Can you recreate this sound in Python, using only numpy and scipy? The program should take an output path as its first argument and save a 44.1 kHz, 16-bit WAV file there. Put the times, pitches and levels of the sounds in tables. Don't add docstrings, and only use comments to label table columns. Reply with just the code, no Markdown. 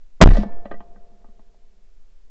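import sys
import numpy as np
from scipy import signal
from scipy.io import wavfile
from scipy.ndimage import uniform_filter1d

SR = 44100
rng = np.random.default_rng(int(sys.argv[2]) if len(sys.argv) > 2 else 0)


def file_out(sig):
    cols = np.atleast_2d(sig).T
    lim = np.clip(cols, -1, 1)
    pcm = np.round(lim * 32767).astype(np.int16)
    wavfile.write(sys.argv[1], SR, pcm)


def level_to_linear(level):
    exponent = np.asarray(level, float) / 20
    return 10 ** exponent


N = 101429

# (time [s], length [s], strength [full scale])
JOLTS = [(.2141, .0011, 8.6), (.2156, .0012, 8.5), (.2173, .0007, 9), (.2217, .0016, 8.5),
         (.2236, 0.00073, 7.5), (.2267, .0023, 9), (.2327, .0003, 4.1), (.2333, .0003, 3.45),
         (.2375, .0019, 5.2), (.2394, .0006, 3.8), (.2400, .0006, 4.3), (.2406, .006, 5.1)]
# (time [s], length [s], strength [full scale])
LURCHES = [
    (.245, .0143, 2.5),
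    (.2593, .0125, -1.5),
    (.2722, .0155, 0.7),
    (.2895, .015, -0.58),
    (.3195, .0145, -0.3),
]
# (time [s], pressure [full scale])
SWING = [
    (.25, 0),
    (.33, -.22),
    (.42, -0.13),
    (.49, -0.058),
    (.53, 0.044),
    (.59, 0.1),
    (.66, -0.032),
    (.77, 0.074),
    (.9, -0.028),
]
# (frequency [Hz], level [dB])
REPORT_SPECTRUM = [(60, 0), (200, -4), (600, -10.5), (1000, -16.5), (1800, -22), (4000, -31), (8000, -50)]
# (frequency [Hz], T60 [s])
REPORT_DECAY = [(60, .4), (250, 0.63), (700, 0.67), (2000, .45), (7000, .4)]
# (frequency [Hz], level [dB], T60 [s])
BARREL_MODES = [(393.23, -57.5, 5.6), (460, -57, 4.6), (517, -46, .7), (575, -50, .8), (631, -58, 3.7),
                (694.9, -37, 2.34), (813, -58, 1.3), (1010.5, -48, .5), (1109, -48, .55), (1244, -50, .5),
                (1373, -58, 1.1), (1760, -36, 0.81), (2223, -42, .7), (3066, -61, .5)]
# (frequency [Hz], level [dB], T60 [s])
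STOCK_MODES = [(205, -1, 0.11), (300, -6, .05), (450.2, 0.5, .025), (550, -3, 0.044), (683, -4, .035),
               (856.1, -8.5, .05), (1080, -10, .045), (1213, -8.5, 0.052), (1549.5, -16, .06),
               (1840, -13, 0.035), (1954, -17, .08), (2430, -20, 0.042), (3152, -18, .04),
               (4000, -18.5, 0.022)]
# (time [s], peak level [dB], contact low-pass [Hz], favoured pitch [Hz])
KNOCKS = [(.2625, -2, 3000, 700), (.272, -7.5, 3010, 700), (.288, -12, 3000, 1900), (.353, -25, 2500, 1913),
          (.368, -16, 4940, 550), (.381, -13, 220, 205), (.41, -25.5, 252, 205), (.43, -21, 1200, 590),
          (.455, -24.5, 300, 205), (.52, -44, 3000, 2400), (.653, -25, 2460, 530), (.711, -22, 2090, 455),
          (0.7134, -28, 3020, 1900), (.737, -34, 1500, 499), (.739, -35, 2494, 1897),
          (.803, -32.5, 2500, 860.6), (.958, -44.5, 1700, 1480), (1.115, -50, 300, 205),
          (1.205, -54, 600, 454.7), (1.242, -45, 1100, 1200), (1.285, -48.5, 1495, 205),
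          (1.391, -46.5, 1098, 862), (1.542, -54, 900, 690)]
# (frequency [Hz], level [dB])
AIR_SPECTRUM = [(35, -32), (60, -2), (145, -8), (455, -10.5), (559, -11), (791, -16), (8000, -23),
                (10400, -53), (17600, -120)]

SUCK_FROM_S, SUCK_TO_S, SUCK_DEPTH, JOLT_EDGE_HZ, LURCH_EDGE_HZ = .2134, .2465, 4, 2500, 350
HAMMER_S, HAMMER_HZ, HAMMER_DB, HAMMER_GROW_S = .2045, 800, -19, .003
IGNITE_S, IGNITE_HZ, IGNITE_DB, IGNITE_GROW_S = .2117, 2250, -24, .0008
REPORT_DB, GRAIN_DB, GRAIN_HZ = -19, 2.5, 120
FAR_DB, FAR_T60_S, FAR_HZ = -44.5, 2.6, 900
WHIP_S, WHIP_HZ, WHIP_DB, WHIP_T60_S = .2452, 32.6, 4, 0.2015
GRIP_DB, GRIP_STOP_S = -3, .2
FAVOUR_DB, FAVOUR_OCTAVES = 9, 0.38
PRESS_S, BOUNCE_S, BOUNCE_DB = .0012, .0031, -7
RATTLE_DB, RATTLE_T60_S, CRACK_DB, CRACK_T60_S = -15, 0.09, -25, 0.079
CHATTER_DB, CHATTER_HZ, CHATTER_SAG_S = -42, (1200, 5196), .9
CHATTER_END_S, CHATTER_T60_S = 0.438, 0.14
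HUM_HZ, HUM_T60_S, HUM_DB, HUM_FADE_S, HUM_PATCH_DB = 203.6, .15, -55, 4, 4
WIND_DB, SWAY_HZ, RUMBLE_DB, RUMBLE_HZ = -40, 15, -64, 38
SHAKE_DB, SHAKE_T60_S, AIR_DB = 26, 3, -70.5
TOP, BOTTOM, OUTER_TOP, DROOP_HZ = .74, .72, .76, .8
RECOVER_S, RECOVER_HZ, RECOVER_DB, RECOVER_T60_S = .2755, 38.2, -4.5, .12
CUTOFF_HZ, DULL_HZ, DITHER_DB = 8065, 14036, -94


def rms_one(x):
    return x / np.sqrt(np.mean(x ** 2) + 1e-20)


def since(s):
    return np.maximum(np.arange(N) / SR - s, 0)


def fade(t, t60):
    return (t > 0) * level_to_linear(-60 * t / t60)


def at_hz(points, hz):
    table = np.array(points)
    return np.interp(np.log(hz), np.log(table[:, 0]), table[:, 1])


def ring(clicks, hz, t60):
    r, w = level_to_linear(-60 / (t60 * SR)), 2 * np.pi * hz / SR
    return signal.lfilter([0, np.sin(w)], [1, -2 * r * np.cos(w), r * r], clicks + 1e-18)


def lowpass(x, hz, order=2):
    return signal.sosfilt(signal.butter(order, min(hz, .45 * SR), fs=SR, output="sos"), x)


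def bandpass(x, edges_hz, order):
    return signal.sosfilt(signal.butter(order, edges_hz, "band", fs=SR, output="sos"), x)


def bands(spectrum, low_hz, count):
    white = rng.standard_normal((2, N + SR))
    edges = low_hz * 2 ** (np.arange(count + 1) / 2)
    hz = np.sqrt(edges[1:] * edges[:-1])
    out = []
    for k in range(count):
        band = bandpass(white[k % 2], edges[k:k + 2], order=2)[SR:]
        out.append(level_to_linear(at_hz(spectrum, hz[k])) * band)
    out = np.array(out)
    return hz, out / np.sqrt(np.mean(out.sum(0) ** 2))


def steps(rows):
    t, total = np.arange(N) / SR, np.zeros(N)
    for s, length, strength in rows:
        inside = np.minimum(t - s, s + length - t)
        total += strength * np.clip(inside * SR + .5, 0, 1)
    return total


def shock():
    before = np.arange(N) / SR < SUCK_FROM_S
    hammer = rms_one(lowpass(rng.standard_normal(N), HAMMER_HZ, order=3))
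    hammer = hammer * np.minimum(since(HAMMER_S) / HAMMER_GROW_S, 1)
    growth = np.exp(np.minimum(since(IGNITE_S) / IGNITE_GROW_S, 5.0))
    ignition = np.sin(2 * np.pi * IGNITE_HZ * since(IGNITE_S)) * growth
    suction = (SUCK_FROM_S, SUCK_TO_S - SUCK_FROM_S, -SUCK_DEPTH)
    blast = lowpass(steps(JOLTS + [suction]), JOLT_EDGE_HZ)
    lurch = lowpass(steps(LURCHES), LURCH_EDGE_HZ)
    return blast + lurch + before * (level_to_linear(HAMMER_DB) * hammer + level_to_linear(IGNITE_DB) * ignition)


def report():
    hz, noise = bands(REPORT_SPECTRUM, 60, count=14)
    t = since(SUCK_FROM_S)
    near = sum(band * fade(t, at_hz(REPORT_DECAY, f)) for f, band in zip(hz, noise))
    slaps = rms_one(lowpass(rng.standard_normal(N), GRAIN_HZ))
    near = near * level_to_linear(GRAIN_DB * slaps)
    far = rms_one(lowpass(noise[5:].sum(0)[::-1], FAR_HZ)) * fade(t, FAR_T60_S)
    return level_to_linear(REPORT_DB) * near + level_to_linear(FAR_DB) * far


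def barrel():
    t, click = since(WHIP_S), np.zeros(N)
    click[int(SUCK_FROM_S * SR)] = 1
    reach = level_to_linear(WHIP_DB) * fade(t, WHIP_T60_S)
    reach = reach + level_to_linear(GRIP_DB) * np.maximum(1 - t / GRIP_STOP_S, 0)
    whip = reach * np.sin(2 * np.pi * WHIP_HZ * t)
    swing = np.interp(np.arange(N) / SR, *np.transpose(SWING), right=0)
    swing = uniform_filter1d(swing, size=1500)
    modes = sum(level_to_linear(db) * ring(click, hz, t60) for hz, db, t60 in BARREL_MODES)
    return whip + swing + modes


def knocks():
    out, size = np.zeros(N), SR // 4
    t = np.arange(size) / SR
    chance_db = rng.normal(0, 2, (30, len(STOCK_MODES)))
    signs = (-1) ** np.arange(len(STOCK_MODES))
    grit = rng.standard_normal((30, size)) * (rng.random((30, size)) < 900 / SR)
    moments = [0, int(PRESS_S * SR), int((PRESS_S + BOUNCE_S) * SR)]
    for (s, db, contact_hz, pitch_hz), luck, grains in zip(KNOCKS, chance_db, grit):
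        hit = level_to_linear(RATTLE_DB) * grains * fade(t, RATTLE_T60_S)
        hit[moments] += [.3, 1, level_to_linear(BOUNCE_DB)]
        hit = lowpass(hit, contact_hz)
        body = np.zeros(size)
        for (hz, mode_db, t60), deviation, sign in zip(STOCK_MODES, luck, signs):
            octaves = np.log2(hz / pitch_hz)
            favour = FAVOUR_DB * np.exp(-(octaves / FAVOUR_OCTAVES) ** 2)
            body += sign * level_to_linear(mode_db + deviation + favour) * ring(hit, hz, t60)
        crack = rms_one(lowpass(rng.standard_normal(size), 1.2 * contact_hz, order=4))
        crack = crack * fade(t - PRESS_S, CRACK_T60_S)
        start = int(s * SR)
        out[start:start + size] += level_to_linear(db) * (body / np.abs(body).max() + level_to_linear(CRACK_DB) * crack)
    return out


def chatter():
    buzz = rms_one(bandpass(rng.standard_normal(N), CHATTER_HZ, order=3))
    flutter = level_to_linear(3.3 * rms_one(lowpass(rng.standard_normal(N), 90.0)))
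    shape = fade(since(WHIP_S), CHATTER_SAG_S) * level_to_linear(-60 * since(CHATTER_END_S) / CHATTER_T60_S)
    return level_to_linear(CHATTER_DB) * shape * flutter * buzz


def murmur():
    patches = rms_one(lowpass(rng.standard_normal(N), 6.0))
    tone = rms_one(ring(rng.standard_normal(N), HUM_HZ, HUM_T60_S))
    return level_to_linear(HUM_DB + HUM_PATCH_DB * patches) * fade(since(SUCK_FROM_S), HUM_FADE_S) * tone


def wind():
    sway, rumble = rng.standard_normal((2, N + SR))
    sway = rms_one(lowpass(sway, SWAY_HZ, order=3)[SR:])
    rumble = rms_one(lowpass(rumble, RUMBLE_HZ, order=3)[SR:])
    shaken = 1 + level_to_linear(SHAKE_DB) * fade(since(SUCK_FROM_S), SHAKE_T60_S)
    air = bands(AIR_SPECTRUM, 60, count=15)[1].sum(0)
    return level_to_linear(WIND_DB) * sway + shaken * level_to_linear(RUMBLE_DB) * rumble + level_to_linear(AIR_DB) * air


def scene():
    return (shock() + report() + barrel() + knocks() + chatter() + murmur() + wind())[None]


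def low_pass(x):
    return signal.sosfilt(signal.butter(12, 8810, fs=SR, output="sos"), x)


def record(dry):
    t = since(RECOVER_S)
    recovery = level_to_linear(RECOVER_DB) * fade(t, RECOVER_T60_S) * np.sin(2 * np.pi * RECOVER_HZ * t)
    x = np.clip(dry, -BOTTOM, TOP) - recovery
    x = signal.sosfilt(signal.butter(1, DROOP_HZ, "high", fs=SR, output="sos"), x)
    x = np.clip(x, -OUTER_TOP, OUTER_TOP)
    x = lowpass(x, DULL_HZ, order=1)
    x = signal.sosfiltfilt(signal.butter(12, CUTOFF_HZ, fs=SR, output="sos"), x)
    mix = x + level_to_linear(DITHER_DB) * rng.standard_normal(dry.shape)
    return low_pass(mix)


dry = scene()
out = record(dry)
file_out(out)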